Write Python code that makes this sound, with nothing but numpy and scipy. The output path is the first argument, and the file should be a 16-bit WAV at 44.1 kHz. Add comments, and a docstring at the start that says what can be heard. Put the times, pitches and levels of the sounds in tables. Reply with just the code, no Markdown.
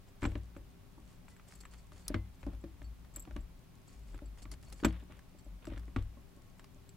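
"""Hamster cage in a quiet room

Near a camera on a stand, small knocks set the stand ringing low as damped sines, with a noise thud.
Dry ticks are noise bursts through three resonances; a little metal part jingles on two damped modes.
The stand sways slowly; leaf and wood shavings rustle, scuff and settle as swelling clumps of noise grains.
Microphone hiss, a wavering rumble and a faint room hum lie underneath."""
import sys
import numpy as np
from scipy.fft import rfft, irfft, next_fast_len
from scipy.io import wavfile
from scipy.ndimage import map_coordinates

SR = 44100
rng = np.random.default_rng(int(sys.argv[2]) if len(sys.argv) > 2 else 0)


def bounce(signal):
    """Save signal as a 16-bit WAV file at the path given by the first command-line argument."""
    frames = np.transpose(np.atleast_2d(signal))
    limited = np.clip(frames, -1, 1)
    pcm = np.round(limited * 32767).astype(np.int16)
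    wavfile.write(sys.argv[1], SR, pcm)


N = 306936  # length in samples

# dull knocks on the stand: start_s, level_db (peak of the stand's ring), boom_db (second deep mode over that)
KNOCK_EVENTS = [(0.222, -54, -27), (0.226, -30.5, 1), (0.24, -31.5, -2.5), (0.253, -25.5, -1),
                (0.317, -48, 7), (0.354, -33.5, -2), (0.564, -41.5, -8), (0.979, -49, -13),
                (1.921, -55, -6), (2.102, -31.5, -27), (2.144, -26, -2.5), (2.431, -50, 6.5),
                (2.467, -30.5, -11), (2.53, -47.5, -1), (2.639, -37, -11), (2.816, -49.5, 3),
                (3.169, -49.5, -4), (3.274, -43.5, -4), (3.308, -50, -15), (3.361, -35.5, -10),
                (4.143, -45.5, -4), (4.22, -43, -20), (4.453, -49, -2), (4.521, -51.5, 0.5),
                (4.725, -52.5, -3), (4.829, -28.5, -36), (4.848, -16, -16), (5.025, -49.5, -12),
                (5.098, -48.5, -8), (5.347, -53, -17), (5.463, -52, -7), (5.674, -34.5, -8),
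                (5.719, -39.5, -0.5), (5.771, -46, -14), (5.878, -48, -2), (5.962, -27.5, 0),
                (6.17, -49, -23.5), (6.371, -54, -18), (6.76, -60, -14)]
# bursts of rustling: start_s, length_s, level_db (top of the swell, before the buzz)
RUSTLE_BURSTS = [(0.074, .03, -74), (0.207, 0.13, -69), (0.312, 0.063, -79), (1.066, 0.14, -75),
                 (1.289, 0.064, -73.5), (1.466, 0.12, -70.5), (1.512, 0.12, -72), (1.605, 0.027, -67.5),
                 (1.71, 0.079, -69.5), (1.776, 0.06, -75.5), (1.92, 0.065, -75), (1.958, 0.11, -71),
                 (2.39, 0.11, -81), (3.133, 0.15, -73.5), (3.864, 0.19, -73.5), (4.06, 0.13, -75),
                 (4.375, 0.051, -72), (4.419, 0.032, -62), (4.513, 0.046, -62.5), (4.625, 0.045, -68.5),
                 (4.662, 0.12, -75.5), (4.722, 0.022, -62), (4.758, 0.11, -70.5), (4.84, 0.08, -63),
                 (5.384, 0.0307, -72.5), (6.586, 0.045, -85)]
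# treble colour of the shavings: pitch_hz, gain_db
SHAVINGS_COLOUR = [(1940, -26), (3300, -3.5), (4990, 1), (7080, 3), (7610, 5), (8550, 3), (9300, 0),
                   (15500, -24)]
USUAL_DB = -40  # level of an ordinary knock or tick


def amp(db):
    """Decibels to a linear factor."""
    return 10 ** (np.asarray(db) / 20)


def unit(x):
    """Scales to an rms of 1."""
    return x / np.sqrt(np.mean(x ** 2) + 1e-20)


def along(points, hz):
    """Reads a curve of (Hz, value) points on a log frequency axis."""
    f, value = np.transpose(points)
    return np.interp(np.log(hz + 1), np.log(f + 1), value)


def wobble(rate):
    """A smooth random curve with so many knots a second."""
    knots = rng.standard_normal(int(N * rate / SR) + 4)
    return map_coordinates(knots, [np.arange(N) * rate / SR])


def filtered(x, response):
    """Shapes a sound by a response given as a function of frequency."""
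    size = next_fast_len(x.shape[-1] + 8192)
    spectrum = rfft(x, size) * response(np.fft.rfftfreq(size, 1 / SR))
    return irfft(spectrum, size)[..., :x.shape[-1]]


def resonance(f, hz, width):
    """Response of one damped resonance, 1 at its centre."""
    return 1j * f * width / (hz * hz - f * f + 1j * f * width)


def rise(t, seconds):
    """A soft attack that closes in on 1 exponentially."""
    return 1 - np.exp(-t / seconds)


def stereo(pair, spectrum, alike):
    """Colours two unrelated signals and mixes them to a given left-right likeness, rms 1."""
    turn = lambda hz: np.arccos(np.clip(along(alike, hz), -1, 1)) / 2
    response = lambda hz: amp(along(spectrum, hz)) * [np.cos(turn(hz)), np.sin(turn(hz))]
    mid, side = filtered(pair, response)
    return unit(np.array([mid + side, mid - side]))


def add(track, s, sound):
    """Mixes a sound into the track at s seconds."""
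    part = track[:, max(round(s * SR), 0):][:, :sound.shape[-1]]
    part += sound[..., :part.shape[-1]]


def ring(modes, t, scatter_db, attack):
    """Damped modes with strengths and tuning varied at each strike, peak 1."""
    hz, db, t60 = np.transpose(modes)[..., None]
    chance = rng.standard_normal((2, len(modes), 1))
    level = amp(db + scatter_db * chance[0] - 60 * t / t60)
    waves = level * np.sin(2 * np.pi * hz * (1 + 0.033 * chance[1]) * t)
    wave = waves.sum(axis=0) * rise(t, attack)
    return wave / np.abs(wave).max()


def knocks():
    """A knock rings the stand, with a rough thud and deep modes of its legs; hard ones sound leaner."""
    # modes of the stand, before their scatter: pitch_hz, level_db, t60_s
    stand_modes = [(229.3, -2.5, 0.12), (283.9, 6.5, 0.074), (331.5, -6.5, 0.17), (398, -53, 0.014),
                   (180.2, -14.5, 0.32)]
    # higher modes near the camera, before their scatter: pitch_hz, level_db, t60_s
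    head_modes = [(449, 2, 0.023), (581, 4.5, 0.072), (764, -9, 0.045), (920, -16, 0.02), (1116, -13, 0.1)]
    # deep modes of the legs: pitch_hz, t60_s
    leg_modes = [(59, .56), (97, .3)]
    head_usual_db, head_slope = -9.5, -0.32  # over the stand; slope in dB per dB of a harder knock
    deep_usual_db, deep_slope = -2, -0.26  # the same for the deepest mode
    deep_follows = 0.26  # dB that the deepest mode gains per dB of the second
    thud_band = lambda f: resonance(f, 380, 450) ** 2
    out, t = np.zeros((2, N)), np.arange(SR // 2) / SR
    for s, db, boom_db in KNOCK_EVENTS:
        harder_db = db - USUAL_DB
        head_db = head_usual_db + head_slope * harder_db
        deep_db = deep_usual_db + deep_slope * harder_db + deep_follows * boom_db
        stand = ring(stand_modes, t, scatter_db=2.5, attack=0.0019)
        head = ring(head_modes, t, scatter_db=9.0, attack=0.0012)
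        head = amp(head_db) * head * amp([[-2.5], [2.5]])  # stronger on the right
        thud = filtered(rng.standard_normal((2, len(t))) * amp(-60 * t / 0.16), thud_band)
        thud = 0.25 * thud / np.abs(thud).max()
        legs = sum(amp(level_db - 60 * t / t60) * np.sin(2 * np.pi * hz * t)
                   for (hz, t60), level_db in zip(leg_modes, (deep_db, boom_db)))
        add(out, s, amp(db) * (stand + head + thud + legs * rise(t, 0.0042)))
    return out


def ticks():
    """A short noise burst with a weak tail, heard through three broad resonances; hard ones last longer."""
    # dry ticks and snaps: start_s, level_db (peak of the body band), bright_db (middle band over the body)
    tick_events = [(0.221, -36.5, -31), (0.23, -30.5, -31), (0.241, -29.5, -32), (0.252, -27, -17),
                   (0.318, -48, -11), (0.354, -36.5, -38), (0.551, -53, -25), (0.565, -43.5, -20),
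                   (1.282, -43.5, -24), (1.365, -52.5, -14), (1.397, -49.5, -22), (1.523, -47, -8),
                   (1.636, -48.5, -22), (1.653, -42, -16), (1.737, -47.5, -6.5), (1.92, -48, -11),
                   (2.01, -63, 0), (2.081, -44.5, 16.5), (2.102, -48, -20), (2.143, -24.5, -32),
                   (2.43, -44, -17), (2.437, -52, -20), (2.465, -50, -7), (2.533, -55.5, -7),
                   (2.549, -53.5, -9), (2.64, -49.5, -10), (2.818, -45.5, -26), (3.048, -51, -13),
                   (3.162, -52, 2), (3.167, -48, -12), (3.252, -49.5, -11), (3.275, -52, -22),
                   (3.31, -45.5, -24), (3.364, -41.5, -9), (4.144, -47.5, -13), (4.178, -50.5, -6),
                   (4.19, -48, -24), (4.375, -52.5, -9), (4.424, -64, 7), (4.454, -45.5, -24),
                   (4.516, -46.5, 3), (4.539, -47, -9), (4.628, -60, 3), (4.701, -57, 3), (4.726, -47, 2.5),
                   (4.801, -46.5, -14), (4.836, -32, -20), (4.847, -17, -11.5), (4.855, -31.5, -14),
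                   (4.926, -58, 1), (5.122, -45.5, -12), (5.192, -48.5, -9), (5.653, -44, -9),
                   (5.67, -44, -8), (5.702, -48, -20), (5.721, -56, -14), (5.735, -45.5, -26),
                   (5.772, -48, -23), (5.777, -43, -10.5), (5.795, -55, -4), (5.832, -55.5, -21),
                   (5.881, -52, -18), (5.962, -27.5, -32), (5.988, -50, -22), (6.024, -53, -5),
                   (6.595, -46, -9), (6.643, -46, -7.5), (6.892, -54.5, 1)]
    # body, middle and top resonances: pitch_hz, width_hz
    bands = [(1350, 2390), (4800, 2300), (9500, 6000)]
    # tail of a tick in each band: t60_s
    tails = [0.1, 0.064, 0.058]
    usual_t60, longer_db = 0.019, 94  # s for an ordinary tick; ten times longer for so many dB more
    top_grows = 1.29  # the top band moves more than the brightness, dB per dB
    top_usual_db, top_slope = -2.5, -0.23  # further offset of the top band; dB per dB of a harder tick
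    out, t = np.zeros((2, N)), np.arange(SR // 12) / SR
    for s, db, bright_db in tick_events:
        harder_db = db - USUAL_DB
        t60 = usual_t60 * 10 ** (harder_db / longer_db)
        top_db = top_grows * bright_db + top_usual_db + top_slope * harder_db
        puff = rng.standard_normal((3, len(t)))
        noise = puff[0] + 0.72 * puff[1:]  # a shared part and one for each side
        for (hz, width), level_db, tail in zip(bands, (0, bright_db, top_db), tails):
            decay = amp(-60 * t / t60) + 0.17 * amp(-60 * t / tail)
            burst = noise * decay * rise(t, 0.00027)
            burst[:, round(.0006 * SR)] -= 3.5  # the first hard contact
            part = filtered(burst, lambda f: resonance(f, hz, width) ** 3)
            add(out, s - .0004, amp(db + level_db) * part / np.abs(part).max())
    return out


def jingles():
    """A metal part rings on two damped modes, also faintly in each rustle; a second part pings longer."""
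    # jingles of the metal part: start_s, level_db (before each mode's own level)
    jingle_events = [(0.234, -50), (0.261, -48.5), (0.2744, -61), (0.5706, -64), (1.286, -64),
                     (1.3658, -65), (1.485, -61), (1.555, -55), (1.61, -53.5), (1.6535, -56), (2.053, -65),
                     (2.4109, -69), (2.6125, -68), (2.846, -65), (3.141, -57), (3.1615, -37.5),
                     (3.1964, -46), (3.2016, -44), (3.2236, -50), (3.4084, -64), (3.8804, -58.5),
                     (4.147, -62), (4.2577, -60), (4.778, -67), (4.8504, -31.5), (5.3872, -66),
                     (5.4457, -65), (5.654, -57.5), (5.6775, -62), (5.778, -63), (5.9638, -61),
                     (6.0257, -64), (6.5959, -62), (6.892, -57)]
    # modes of the metal part: pitch_hz, level_db, t60_s
    metal_modes = [(7665, 2.5, 0.043), (12150, -8.5, 0.037)]
    # lone pings of a second metal part: start_s, level_db, pitch_hz
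    ping_events = [(1.31, -68.5, 1990), (2.046, -64, 4480), (2.148, -66, 4500), (2.152, -55.5, 2055),
                   (2.842, -60.5, 4470), (3.881, -67, 4500), (4.256, -68, 4550), (4.668, -62, 4440),
                   (4.799, -65, 4570), (4.881, -62, 4470)]
    ping_cycles = 580  # cycles to fall 60 dB
    shaken_db = 2.5  # faint jingles during a rustle, over the rustle
    out, t = np.zeros((2, N)), np.arange(SR // 6) / SR
    # left and right phase of each mode in radians; the upper mode is over a quarter cycle apart
    phases = np.array([[.45, -0.52], [.9, -0.99]])
    moments = rng.random(len(RUSTLE_BURSTS))
    shaken = [(s + length * moment, db + shaken_db)
              for (s, length, db), moment in zip(RUSTLE_BURSTS, moments)]
    for s, db in [*jingle_events, *shaken]:
        chance = rng.standard_normal((2, 3))
        # only the upper mode varies in strength
        for (hz, mode_db, t60), phase, spread_db, (detune, start, size) in zip(
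                metal_modes, phases, (0, 4), chance):
            wave = np.sin(2 * np.pi * hz * (1 + 0.00067 * detune) * t + start + phase[:, None])
            level = amp(db + mode_db + spread_db * size - 60 * t / t60)
            add(out, s - .0006, level * rise(t, 0.0001) * wave)
    for s, db, hz in ping_events:
        level = amp(db - 60 * t * hz / ping_cycles) * rise(t, .002)
        add(out, s, level * np.sin(2 * np.pi * hz * t))
    return out


def sway():
    """The stand sways under the hand: a few slow cycles swell and fade, the pitch drifting a little."""
    # sways: start_s, level_db (top of the swell), pitch_hz (at the start)
    sway_events = [(0.196, -38, 35), (0.523, -50.5, 44.8), (0.931, -55, 45), (1.521, -50.5, 50),
                   (1.656, -50, 55.3), (1.801, -54.5, 52.8), (2.052, -39.5, 41.5), (2.419, -41, 48.4),
                   (2.551, -65, 55.6), (2.786, -42, 53.7), (2.93, -50, 56.5), (3.101, -47, 48),
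                   (3.23, -46, 55), (3.3, -41, 36.3), (3.45, -53.5, 33), (3.92, -46, 54.6),
                   (4.054, -42.5, 43.7), (4.193, -41, 53.6), (4.396, -43, 47.2), (4.641, -46, 52.4),
                   (5.431, -43.5, 50.4), (5.635, -40, 43.2), (5.76, -43.5, 56.1), (5.924, -37.5, 32.2)]
    length = 0.19  # s
    out, t = np.zeros((2, N)), np.arange(round(length * SR)) / SR
    for s, db, hz in sway_events:
        start, drift = rng.random(2)
        cycles = hz * t * (1 + 0.12 * (drift - .5) * t / length) + start
        swell = np.abs(np.sin(np.pi * t / length)) ** 1.2
        add(out, s, amp(db) * swell * np.sin(2 * np.pi * cycles))
    return out


def grains(spectrum, spiky_db, share):
    """Dense tiny noise grains in clumps, a small share of them standing out, rms 1."""
    spikes_db = spiky_db * rng.exponential(size=N) * (rng.random(N) < share)
    size_db = spikes_db + 1.5 * wobble(50) + 2.5 * wobble(200)
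    noise = rng.standard_normal((2, N)) * amp(np.minimum(size_db, 26))
    return stereo(noise, spectrum, [(3000, 0.52)])  # the same likeness at every pitch


def rustle():
    """Shavings and leaf whisper in the treble, set small parts buzzing, and scuff lower down."""
    # coarse scuffs with no whisper: start_s, length_s, level_db (top of the swell)
    lone_scuffs = [(2.058, .1, -62), (4.132, .07, -71), (4.915, 0.14, -69), (5.086, 0.13, -65.5),
                   (5.622, 0.044, -61.5), (5.678, .15, -65), (5.98, .048, -68)]
    # colour of the scuffing: pitch_hz, gain_db
    scuff_colour = [(200, -26), (450, 1.5), (1000, -3.5), (2200, -5.5), (3500, -7.5), (6000, -33),
                    (12000, -54.5)]
    # small parts shaken along by the rustle: pitch_hz, width_hz, gain_db (before the common 2.5 times)
    buzz_modes = [(4460, 61, 6), (5100, 360, -6.5), (6700, 48, 3), (7350, 72, -12), (8030, 100, -23),
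                  (9350, 85, 1.5), (13500, 200, -1)]
    scuff_db = 2.5  # scuffing over the fine rustle
    drag_db, drag_t60 = -35.5, 0.44  # scuffing after each knock: dB over the knock, s
    whisper_level, scuff_level = level = np.zeros((2, N))
    t = np.arange(SR // 3) / SR

    def swell(length):
        """A quick rise and slower fall over a length in seconds."""
        return np.abs(np.sin(np.pi * np.linspace(0, 1, round(length * SR)) ** 0.44)) ** 1.08

    def buzz(f):
        """The direct sound plus the resonances of the small parts."""
        return 1 + 2.5 * sum(amp(db) * resonance(f, hz, width) for hz, width, db in buzz_modes)

    for s, length, db in RUSTLE_BURSTS:
        add(level, s, amp([[db], [db + scuff_db]]) * swell(length))
    for s, db, _ in KNOCK_EVENTS:
        add(level[1:], s, amp(db + drag_db - 60 * t / drag_t60) * rise(t, 0.0042))
    for s, length, db in lone_scuffs:
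        add(level[1:], s, amp(db) * swell(length))
    whisper = whisper_level * grains(SHAVINGS_COLOUR, spiky_db=4.5, share=.02)
    scuffing = scuff_level * grains(scuff_colour, spiky_db=8, share=.006)
    return filtered(whisper, buzz) + scuffing


def settling():
    """Shavings settle with faint stray ticks of decaying noise, about nine a second."""
    out, t = np.zeros((2, N)), np.arange(SR // 100) / SR
    for when, size in rng.random((round(9 * N / SR), 2)):
        level = amp(-66 + 9 * size - 60 * t / .008)
        add(out, when * N / SR, level * rng.standard_normal(len(t)))
    return filtered(out, lambda hz: amp(along(SHAVINGS_COLOUR, hz)))


def room():
    """Steady hiss over a wavering rumble, with a few narrow bands of noise as hum."""
    # colour of hiss and rumble: pitch_hz, gain_db
    air_colour = [(12, -26), (20, 2.5), (46, -5), (123, -5), (181, -12), (283, -12), (316, -19), (395, -18),
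                  (430, -25.5), (523, -21.5), (1020, -25.5), (1780, -30.5), (2170, -30), (8270, -38.5),
                  (15700, -39)]
    # left-right likeness of hiss and rumble: pitch_hz, likeness (1 = identical)
    likeness = [(60, 0.71), (150, 0.3), (380, 0.23), (950, 0.29), (2380, 0.36), (5980, 0.0034),
                (15000, 0.068)]
    # hum bands: pitch_hz, width_hz (from the centre to where it is 6 dB down), gain_db
    hum_bands = [(99.8, 3.4, -37), (179.2, 7.4, -35.5), (397, 1.68, -39), (1100, 6, -51)]
    hum = lambda f: sum(amp(db) / (1 + ((f - hz) / width) ** 2) for hz, width, db in hum_bands)
    noise = rng.standard_normal((3, N))
    air = amp(-58) * stereo(noise[:2], air_colour, likeness)
    rumble = filtered(air, lambda f: 1 / (1 + (f / 400) ** 4))  # the part below about 400 Hz
    waver = amp(1.05 * wobble(3.3)) - 1
    return air + waver * rumble + filtered(noise[2], hum)


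def scene():
    """All the layers together."""
    return knocks() + ticks() + jingles() + sway() + rustle() + settling() + room()


def record(dry):
    """The two microphones differ slightly in sensitivity over pitch; nothing is kept above 15830 Hz."""
    # left over right: pitch_hz, difference_db
    lean = [(60, 3), (180, 3.5), (550, 1.5), (1650, -0.5), (4970, 0.5), (15000, 1)]
    side = np.array([[1], [-1]])
    return filtered(dry, lambda hz: amp(side * along(lean, hz) / 2) * (hz < 15830))


dry = scene()
out = record(dry)
bounce(out)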